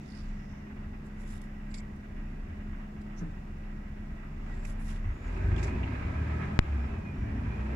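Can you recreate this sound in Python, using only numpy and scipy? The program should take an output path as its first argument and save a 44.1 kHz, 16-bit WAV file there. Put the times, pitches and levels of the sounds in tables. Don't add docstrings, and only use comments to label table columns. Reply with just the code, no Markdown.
import sys
import numpy as np
from scipy import signal
from scipy.io import wavfile
from scipy.ndimage import uniform_filter1d

SR = 44100
rng = np.random.default_rng(int(sys.argv[2]) if len(sys.argv) > 2 else 0)


def file_out(sig):
    cols = np.atleast_2d(sig).T
    lim = np.clip(cols, -1, 1)
    pcm = np.round(lim * 32767).astype(np.int16)
    wavfile.write(sys.argv[1], SR, pcm)


def linear_from_db(decibels):
    return 10 ** (np.asarray(decibels, float) / 20)


N = 341775
T = np.arange(N) / SR


def colour(table, hz):
    f, db = np.transpose(table)
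    return np.interp(np.log(np.maximum(hz, 1)), np.log(f), db)


def curves(table):
    s, *columns = np.transpose(table)
    return [np.interp(T, s, c) for c in columns]


def swells(rows):
    return sum(db * np.exp(-((T - s) / length) ** 2) for s, length, db in rows)


def resonance(hz, centre_hz, width_hz):
    return 1 / (1 + ((hz - centre_hz) / (width_hz / 2)) ** 2)


def walk(rate_hz, count):
    k = int(SR / rate_hz)
    held = np.repeat(rng.standard_normal((count, N // k + 1)), k, axis=1)
    slewed = uniform_filter1d(uniform_filter1d(held, k), k)[:, :N]
    return slewed / slewed.std()


def ports(spectrum, modes=(), patchy_db=0.5, size=15, balance=None):
    # frequency in Hz, level in dB.
    side_db = [(60, -28), (110, -21), (200, -17), (380, -6), (700, 4), (1290, 0), (2380, 0), (4400, 0),
               (8120, 0), (15000, 1)]
    # frequency in Hz, level in dB.
    far_balance = [(60, 0.0), (110, 0.0), (200, 0.0), (380, 0.0), (700, 1.0), (1290, -2.0), (2380, -4.5),
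                   (4400, -2.0), (7000, -5), (10000, 3), (15000, 0.5)]
    if balance is None:
        balance = far_balance
    frame, overlap = 2048, 1792
    hz, _, z = signal.stft(rng.standard_normal((2, N)), SR, nperseg=frame, noverlap=overlap)
    outside = (hz < spectrum[0][0]) | (hz > spectrum[-1][0])
    db = colour(spectrum, hz) - 80 * outside
    db = db + sum(gain_db * resonance(hz, f, width) for f, width, gain_db in modes)
    patches = uniform_filter1d(rng.standard_normal(z[0].shape), size=size, axis=0)
    patches = uniform_filter1d(patches, size=21, axis=1)
    mid = z[0]
    side = z[1] * linear_from_db(colour(side_db, hz))[:, None]
    lean = linear_from_db(colour(balance, hz) / 2)[:, None]
    pair = np.array([(mid + side) * lean, (mid - side) / lean])
    pair = pair * linear_from_db(db[:, None] + patchy_db * patches / patches.std())
    out = signal.istft(pair, SR, nperseg=frame, noverlap=overlap)[1][:, :N]
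    return out / out.mean(axis=0).std()


def lines(tables, wander_db, rate_hz, edge_s=0.045):
    out = np.zeros(N)
    for table, wander in zip(tables, walk(rate_hz, count=len(tables))):
        s, hz, db = np.transpose(table)
        gate = np.clip(np.minimum(T - s[0], s[-1] - T) / edge_s + 1, 0, 1)
        level = linear_from_db(np.interp(T, s, db) + wander_db * wander)
        out += gate * level * np.sin(2 * np.pi * np.cumsum(np.interp(T, s, hz)) / SR)
    return np.sqrt(2) * out


def glides(rows):
    return [[(a, hz0, db), (b, hz1, db)] for a, b, hz0, hz1, db in rows]


def order(k, turns, start=0.0):
    return np.sin(2 * np.pi * (k * turns + start))


def multiples(hz, effort_db):
    # frequency in Hz, width in Hz, lift in dB.
    panels = [(85, 14, 6), (98.5, 14, 15), (159.6, 22, 10.5)]
    levels_db = []
    # multiple, dB at idle, dB per dB of effort, share of the panel lift
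    laws = ((3 / 2, -60, 1.4, 0.3), (2, -58, 0.84, 0.97))
    for (k, idle_db, slope, share), waver in zip(laws, walk(9, count=2)):
        lift_db = sum(db * resonance(k * hz, f, width) for f, width, db in panels)
        levels_db.append(idle_db + slope * effort_db + 2.2 * waver + share * lift_db)
    return levels_db


def firing(hz, turns, tone_db, effort_db, clatter_db, lope):
    # centre in seconds, length in seconds, firing tone gain in dB.
    surges = [(.05, 0.11, -10), (.3, .05, 5), (.68, 0.087, -12), (1.55, 0.13, 4), (1.95, 0.19, -3),
              (2.19, 0.045, 4), (2.42, 0.042, 8), (3.0, 0.22, -1.5), (3.5, 0.053, 5), (5.72, .04, -5),
              (5.9, .05, -4), (6.0, .03, 2)]
    # multiple of the firing rate, level in dB against the clatter.
    orders = [(0.499, -5), (2.501, 4), (2.667, 12), (3.001, 0.5), (3.5, 0), (4, 3), (4.501, -2.5),
              (5.002, -7)]
    # frequency in Hz, gain in dB.
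    cab_gain = [(20, -2), (150, 9), (210, -16), (260, -4), (310, -22), (420, 2.5)]
    tones_db = [tone_db + 4 * lope + swells(surges), *multiples(hz, effort_db)]
    out = sum(linear_from_db(db) * order(k, turns) for k, db in zip((1, 3 / 2, 2), tones_db))
    load_db = clatter_db + 1.21 * (clatter_db + 32.0)
    count = len(orders)
    for (k, db), wander, start in zip(orders, walk(7, count), rng.random(count)):
        out += linear_from_db(load_db + db + colour(cab_gain, k * hz) + 2.0 * wander) * order(k, turns, start)
    return np.sqrt(2) * out


def idle_orders(turns):
    # multiple of the firing rate, level in dB.
    comb = [(2.333, -61), (2.5, -57), (2.667, -58), (3, -61), (4, -64), (5, -66), (5.667, -64), (6.4, -60),
            (7.4, -67), (7.85, -65), (8.333, -67), (8.5, -67), (9.667, -71), (10, -69), (11, -71),
            (12.5, -71)]
    ends_s, fade_s = 4.5, .4
    fade = np.clip((ends_s - T) / fade_s + 1, 0, 1)
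    out = np.zeros(N)
    for (k, db), wander, start in zip(comb, walk(3, len(comb)), rng.random(len(comb))):
        out += linear_from_db(db + 2.5 * wander) * order(k, turns, start)
    return np.sqrt(2) * fade * out


def crossings(turns):
    # multiple of the firing rate, centre in seconds, length in seconds, level in dB.
    passes = [(3.06, 4.85, .3, -49), (2.5, 4.95, .2, -51), (3, 5.5, .12, -45), (4, 5.5, .2, -49),
              (5, 5.65, .25, -52), (6.2, 5.6, .25, -52), (6.55, 5.62, .1, -50), (3.47, 5.76, .09, -43),
              (4.1, 5.87, .05, -44), (3.54, 6.1, .18, -45), (2, 6.35, .2, -48), (2.67, 6.1, .12, -48),
              (3.53, 6.92, .15, -45), (3.55, 7.3, .3, -48), (3.5, 7.68, .1, -45), (5.33, 7.3, .12, -54)]
    count = len(passes)
    out = np.zeros(N)
    for (k, s, length, db), wander, start in zip(passes, walk(8, count), rng.random(count)):
        out += linear_from_db(db + 2.6 * wander) * np.exp(-((T - s) / length) ** 4) * order(k, turns, start)
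    return np.sqrt(2) * out


def combustion(turns, clatter_db, effort_db):
    # frequency in Hz, density in dB per Hz.
    idle_colour = [(500, -12.5), (850, -6), (1110, -6), (1280, -6), (1540, -6.5), (1940, -6.5),
                   (2090, -7.5), (2820, -12.5), (3230, -22), (3490, -21.5), (4000, -30), (5200, -66),
                   (8800, -120)]
    pull_colour = [(500, -20), (850, -4), (968, -0.5), (1160, -5.5), (1300, -1.5), (1420, -7.5), (1610, -3),
                   (1830, -4.5), (2430, -6), (3030, -17.5), (4000, -25), (5200, -43), (8800, -120)]
    hiss_colour = [(1940, -41), (3300, -13), (3450, -1.5), (3760, -4.5), (4290, -4), (5010, -3), (5250, -3),
                   (5690, -3), (6190, -6.5), (6320, -9), (6850, -4.5), (8590, -13.5), (11000, -16.5),
                   (14300, -29), (22000, -120)]
    # frequency in Hz, width in Hz, dB over the clatter.
    idle_rings = [(1290, 45, 4), (1620, 50, 5), (1905, 30, 7), (1955, 30, 8)]
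    pull_rings = [(1290, 60, 2), (1615, 80, 4), (2480, 90, 3)]
    cylinder_gain = linear_from_db(2.5 * rng.standard_normal(int(turns[-1]) + 2))
    strength = cylinder_gain[turns.astype(int)]
    knock = 1 + 0.92 * strength * np.exp(-(turns % 1) / 2.6)
    load = np.clip((clatter_db + 58) / 7, 0, 1)
    idle = ports(idle_colour, idle_rings, patchy_db=.9)
    pull = ports(pull_colour, pull_rings, patchy_db=.9)
    block = (np.sqrt(1 - load) * idle + np.sqrt(load) * pull) * knock
    hiss_db = -77.5 + 0.66 * effort_db
    hiss = ports(hiss_colour, patchy_db=.4)
    return linear_from_db(clatter_db) * block / block.mean(axis=0).std() + linear_from_db(hiss_db) * hiss


def mesh(hz, turns):
    # centre in seconds, length in seconds, gain in dB.
    tooth_load = [(5.73, .06, 8), (5.92, .04, 8), (6.8, .06, -8), (6.905, .015, 5), (6.955, .025, 6),
                  (7.02, .025, -6), (7.09, .025, 8), (7.15, .02, -7), (7.26, .06, 1), (7.41, .06, -10),
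                  (7.52, .025, 8), (7.555, .012, -4), (7.59, .03, 6), (7.645, .015, -5), (7.69, .04, 6)]
    teeth = 42.3
    ring = resonance(teeth * hz, 2470, 460)
    level = linear_from_db(-68.5 + swells(tooth_load) + 1.6 * walk(25, count=1)[0])
    return np.sqrt(2) * level * ring * order(teeth, turns)


def whistles(hz, turns):
    # start in seconds, end in seconds, start in Hz, end in Hz, level in dB.
    whine = [(6.15, 6.62, 2450, 2460, -69)]
    # time in seconds, frequency in Hz, level in dB.
    squeak = [
        [(5.03, 5700, -90), (5.09, 6200, -88), (5.13, 6600, -83), (5.16, 6950, -80), (5.2, 6760, -81),
         (5.24, 7080, -79), (5.285, 6580, -79)],
    ]
    turbine = [
        [(6.78, 5340, -88), (6.86, 5390, -84), (6.88, 5380, -86)],
        [(7.14, 5420, -86), (7.19, 5720, -87), (7.215, 5830, -85), (7.25, 5600, -89)],
    ]
    tones = lines(glides(whine) + squeak + turbine, wander_db=2.2, rate_hz=30, edge_s=.012)
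    return (tones + mesh(hz, turns)) * linear_from_db(np.array([[2], [4.5]]))


def shaft():
    # start in seconds, end in seconds, start in Hz, end in Hz, level in dB.
    bites = [(6.38, 6.56, 204, 209, -42), (7.17, 7.52, 218.9, 218.9, -46), (7.1, 7.55, 144.7, 144, -46),
             (7.15, 7.55, 251, 251, -50)]
    return lines(glides(bites), wander_db=1.5, rate_hz=8.2)


def shudder():
    # frequency in Hz, density in dB per Hz.
    pan_colour = [(300, -20), (335, -4), (365, 0), (395, -1), (425, -20)]
    centre_s, length_s, db = 5.56, .2, -47
    return ports(pan_colour, size=3) * linear_from_db(db) * np.exp(-((T - centre_s) / length_s) ** 2)


def strike(hits, modes, contact_s):
    t = T[:SR // 4]
    blows = sum(linear_from_db(db) * np.exp(-((T - s) / .0002) ** 2) / 16 for s, db in hits)
    out = []
    for lag_s in (0, -.0004):
        ring = np.zeros(len(t))
        for hz, db, t60 in modes:
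            decay = np.exp(-np.log(1000) * t / t60) * (1 - np.exp(-t / contact_s))
            ring += linear_from_db(db) * decay * np.sin(2 * np.pi * hz * (t + lag_s))
        out.append(signal.fftconvolve(blows, ring)[:N])
    return np.array(out)


def clunk():
    # time in seconds, level in dB.
    dogs = [(3.2028, -48), (3.2145, -42), (3.2204, -39), (3.2322, -41), (3.2439, -42), (3.2616, -41)]
    lid_blows = [(3.2145, -38), (3.26, -45)]
    # frequency in Hz, level in dB, t60 in seconds.
    box_modes = [(168, 0, .17), (184, 0, .12), (215, -5, .1), (610, -10, .06), (680, -19, .05),
                 (750, -18, .05), (940, -8, .04), (1450, -8, .03), (1900, -8, .025)]
    lid_modes = [(185, 0, .15), (232, -4, .15), (258, -3, .15), (308, 0, .2), (388, -9, .15),
                 (443, -5, .12), (470, -10, .1), (515, -10, .1), (535, -9, .12), (672, -13, .1),
                 (945, -13, .08)]
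    return strike(dogs, box_modes, contact_s=.0003) + strike(lid_blows, lid_modes, contact_s=.006)


def close_air():
    # frequency in Hz, width in Hz, lift in dB.
    nozzle = [(3580, 760, 7), (5000, 5100, 9), (7500, 520, 9), (9550, 710, 3.5)]
    # frequency in Hz, level in dB.
    near_balance = [(1200, -2), (4500, -3.5), (7000, -8.5), (8300, 1), (10000, 18), (12500, 3), (15800, 5)]
    jet_colour = [(1200, -3), (4000, 0), (11000, -2), (15800, -9)]
    air = ports(jet_colour, nozzle, patchy_db=1.2, balance=near_balance)
    return air * linear_from_db(2.0 * walk(350, count=1))


def bursts(air, rows, octaves, rise_s=None):
    out = np.zeros((2, N))
    for s, length, db, hz, pan_db in rows:
        a, b = max(int((s - .6) * SR), 0), min(int((s + .6) * SR), N)
        t = T[a:b] - s
        swell = np.exp(-(t / np.where(t < 0, rise_s or length, length)) ** 2)
        steepness = 5 if hz < 3000 else 2
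        edges_hz = [hz / 2 ** (octaves / 2), hz * 2 ** (octaves / 2)]
        band = signal.butter(steepness, edges_hz, "band", fs=SR, output="sos")
        jet = signal.sosfilt(band, air[:, a:b])
        pan = np.array([[pan_db], [-pan_db]]) / 2
        out[:, a:b] += jet / jet.std() * swell * linear_from_db(db + 9.5 + pan)
    return out


def puffs(air):
    # centre in seconds, length in seconds, level in dB, centre in Hz, left minus right in dB.
    vents = [(0.17, 0.06, -79, 4840, -14), (0.16, 0.088, -86, 8400, 9), (0.51, 0.17, -83.5, 5500, -2),
             (1.751, .009, -63.5, 7500, 6), (1.752, .009, -65, 4890, 2), (1.785, .014, -66.5, 4800, 0),
             (1.767, .006, -72, 5200, 0), (1.767, .006, -72, 7400, 0), (1.783, .014, -66, 7600, 0),
             (1.76, .012, -69, 3700, 4), (1.793, .01, -70, 3800, 4), (1.803, .005, -71, 7400, 0),
             (1.765, .025, -74, 9400, 0), (1.765, 0.067, -70.5, 2170, -2), (3.19, 0.018, -69.5, 6000, 0),
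             (4.6, 0.042, -80, 7300, -1), (5.3, 0.01, -72, 2420, 1), (.122, .004, -76, 4500, -8),
             (.138, .005, -80, 4600, -6), (.2, .022, -80, 5200, -7), (0.096, .012, -81, 5000, -8),
             (1.718, .014, -76, 7700, 0), (1.717, 0.008, -78, 4500, -4), (8.3, .06, -69, 2460, 0)]
    return bursts(air, vents, octaves=0.29)


def hands(air):
    # centre in seconds, length in seconds, level in dB, centre in Hz, left minus right in dB.
    swishes = [(0.167, 0.22, -78.5, 4900, -7.5), (5.35, 0.17, -80, 5940, -2),
               (1.066, .025, -81.5, 8400, -1), (1.216, 0.03, -75.5, 8540, -3), (1.327, 0.055, -69, 8160, 0),
               (1.35, 0.096, -80, 2280, 2), (1.442, 0.021, -79, 9060, -3), (1.964, .0045, -81, 8000, 3),
               (3.018, 0.0063, -76.5, 6490, -4), (3.197, .019, -76, 7000, -5), (3.3, .15, -87.5, 5000, 4),
               (4.655, 0.004, -67.5, 7500, -9), (4.686, 0.038, -68.5, 7960, 2),
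               (4.553, 0.13, -78.5, 5000, 2), (4.84, 0.043, -73, 9620, 4), (4.898, 0.034, -68, 7500, -2),
               (4.963, 0.029, -74, 6000, 1), (5.657, 0.041, -68, 5760, -2.5), (7.749, .003, -76, 8800, -4)]
    flicks = [(1.416, .005, -73, 9500, -3), (1.7435, 0.013, -63, 5500, -9), (5.564, .005, -69, 5000, -6),
              (5.578, 0.031, -69, 5000, -10), (5.632, 0.015, -58.5, 7000, -7)]
    return bursts(air, swishes, octaves=1.32) + bursts(air, flicks, octaves=1.32, rise_s=.002)


def low_flicks(air):
    # time in seconds, length in seconds, level in dB, centre in Hz, left minus right in dB.
    ticks = [(1.743, .012, -64, 2100, -2), (3.208, .03, -64, 1500, 4), (4.652, .005, -57.5, 2100, -8),
             (5.564, .006, -59, 2580, -4), (5.581, .01, -55.5, 2200, -1), (5.626, 0.03, -52, 1950, 0),
             (5.683, 0.0067, -55, 1600, 0), (5.834, 0.014, -54.5, 2310, 3), (4.5, 0.014, -61.5, 1190, 3),
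             (4.897, 0.033, -67.5, 2430, 0), (4.962, .008, -64, 2400, 2), (5.089, 0.022, -61.5, 1700, -3)]
    return bursts(air, ticks, octaves=.7, rise_s=.002)


def block_walls(air):
    # centre in seconds, length in seconds, level in dB, centre in Hz, left minus right in dB.
    rings = [(4.51, 0.061, -71, 1934, -8), (4.85, 0.069, -75, 1925, -2), (5.076, .05, -68, 2010, 0),
             (5.45, .08, -67, 1513, 0), (5.53, 0.18, -63.5, 1610, -3), (5.72, .05, -67, 1660, 0),
             (6.3, 0.28, -65.5, 1291, 1), (6.17, .04, -65, 1606, 0), (6.4, 0.15, -65, 1680, 0)]
    return bursts(air, rings, octaves=.07)


def tap(t):
    def push(t, rise_s, fall_s):
        return np.where(t > 0, (1 - np.exp(-np.abs(t) / rise_s)) * np.exp(-np.abs(t) / fall_s), 0)

    def bump(t, length_s):
        return np.exp(-(t / length_s) ** 2)

    sag = .07 * push(t - .003, .0056, .021)
    press = .2 * bump(t + .00035, .00013) + .09 * bump(t + .0009, .0005)
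    left = 1.15 * push(t, .00002, .00011) + .6 * push(t, .00005, .0015) + press - sag
    right = .68 * push(t - .0005, .0004, .0019) + .11 * bump(t - .0003, .0009) - sag
    membrane = signal.bessel(3, 4800, fs=SR, norm="mag", output="sos")
    nail = linear_from_db(-41) * bump(t, .00015) * np.cos(2 * np.pi * 12500 * t) * np.array([[1], [.05]])
    return signal.sosfilt(membrane, np.array([left, right])) + nail


def limiter(t):
    ahead_s, release_s = .005, .02
    duck = np.clip(t / ahead_s + 2, 0, 1) * np.exp(-np.maximum(t, 0) / release_s)
    return linear_from_db(-9 * duck)


def hum():
    # time in seconds, frequency in Hz, level in dB.
    upper = [(0, 210, -48), (.7, 210.6, -48), (2.9, 210, -47.5), (3.2, 208, -48.5), (4.0, 208.5, -48.5),
             (4.55, 214.7, -48), (4.92, 215.5, -45), (5.16, 216.5, -56)]
    lower = [(s, hz * .691, db - 5.5) for s, hz, db in upper]
    return lines([upper], wander_db=1.4, rate_hz=8.9) + lines([lower], wander_db=1.5, rate_hz=8.2)


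def road_boom(effort_db):
    # frequency in Hz, density in dB per Hz.
    boom_colour = [(8.8, -35), (15, -15), (43, 2.5), (102, 11), (140, -16.5), (180, -33), (310, -120)]
    # frequency in Hz, width in Hz, lift in dB.
    cab_modes = [(16, 21, 15), (73.8, 21, 10.5)]
    # centre in seconds, length in seconds, gain in dB.
    lurches = [(.28, 0.06, 6.5), (.9, 0.051, 8.5), (2.5, 0.069, 5), (3.33, 0.098, 6), (4.12, 0.1, 5.5),
               (4.5, 0.087, 3), (5.07, 0.059, 13), (5.54, 0.09, 12), (5.76, 0.065, 5.5), (6.03, 0.039, 5.5),
               (6.25, 0.22, -2), (6.85, 0.09, 2.5), (7.0, 0.12, 4), (7.25, 0.12, 10.5), (7.5, 0.13, 6.5)]
    return ports(boom_colour, cab_modes, patchy_db=2.0, size=2) * linear_from_db(effort_db - 49.5 + swells(lurches))


def tyre_drone(effort_db):
    # frequency in Hz, density in dB per Hz.
    drone_colour = [(76, -34), (130, -9), (167, -7), (214, -12), (235, -6.5), (259, -12.5), (387, -16),
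                    (505, -26.5), (581, -23), (785, -27.5), (950, -31.5), (1240, -40), (2090, -120)]
    rolling_db = np.where(T > 6.9, 2, 0)
    return ports(drone_colour, patchy_db=1.25, size=3) * linear_from_db(effort_db - 52 + rolling_db)


def scene():
    # time in seconds, firing rate in Hz.
    speed = [(0, 30.05), (3.0, 30.0), (4.2, 30.0), (4.6, 30.7), (5.05, 32), (5.18, 36), (5.48, 48.5),
             (5.7, 58.4), (5.95, 67.3), (6.19, 75.5), (6.5, 80.4), (6.67, 73.7), (6.87, 62.7), (7.12, 57.2),
             (7.18, 54.9), (7.33, 54.3), (7.47, 54.5), (7.75, 64.3)]
    # time in seconds, combustion in dB, firing tone in dB.
    effort = [(0, -60, -43.5), (4.3, -59.5, -42), (4.55, -57, -36), (5.11, -57, -34), (5.19, -58, -52),
              (5.27, -53, -34), (5.46, -50.5, -34), (5.52, -49.5, -39), (5.62, -48.5, -32.5),
              (6.08, -49, -37.5), (6.26, -49, -31.5), (6.45, -48, -40), (6.6, -52, -41), (6.76, -51, -27),
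              (6.84, -52, -32), (6.9, -52.5, -54), (7.12, -56, -54), (7.33, -53.5, -44), (7.7, -51, -33)]
    hz, = curves(speed)
    clatter_db, tone_db = curves(effort)
    turns = np.cumsum(hz) / SR
    effort_db = clatter_db + 60
    lope = np.cos(2 * np.pi * 2.05 * (T - .3)) * np.clip((4.0 - T) / .4, 0, 1)
    clatter_db = clatter_db + .8 * lope
    cab = firing(hz, turns, tone_db, effort_db, clatter_db, lope) + idle_orders(turns) + crossings(turns)
    cab = cab + combustion(turns, clatter_db, effort_db) + whistles(hz, turns)
    cab = cab + shaft() + shudder() + clunk()
    air = close_air()
    cab = cab + puffs(air) + hands(air) + low_flicks(air) + block_walls(air)
    cab = cab + hum() + road_boom(effort_db) + tyre_drone(effort_db)
    since_tap_s = T - 6.59106
    return cab * limiter(since_tap_s) + tap(since_tap_s)


def top_cut(x):
    return signal.sosfilt(signal.butter(12, 15760, fs=SR, output="sos"), x)


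def record(dry):
    # frequency in Hz, density in dB per Hz.
    self_noise = [(3000, -2), (9000, -4), (11000, -5.5), (15800, -1.5)]
    hiss = linear_from_db(-83.5) * ports(self_noise, patchy_db=.8)
    return top_cut(dry + hiss)


dry = scene()
out = record(dry)
file_out(out)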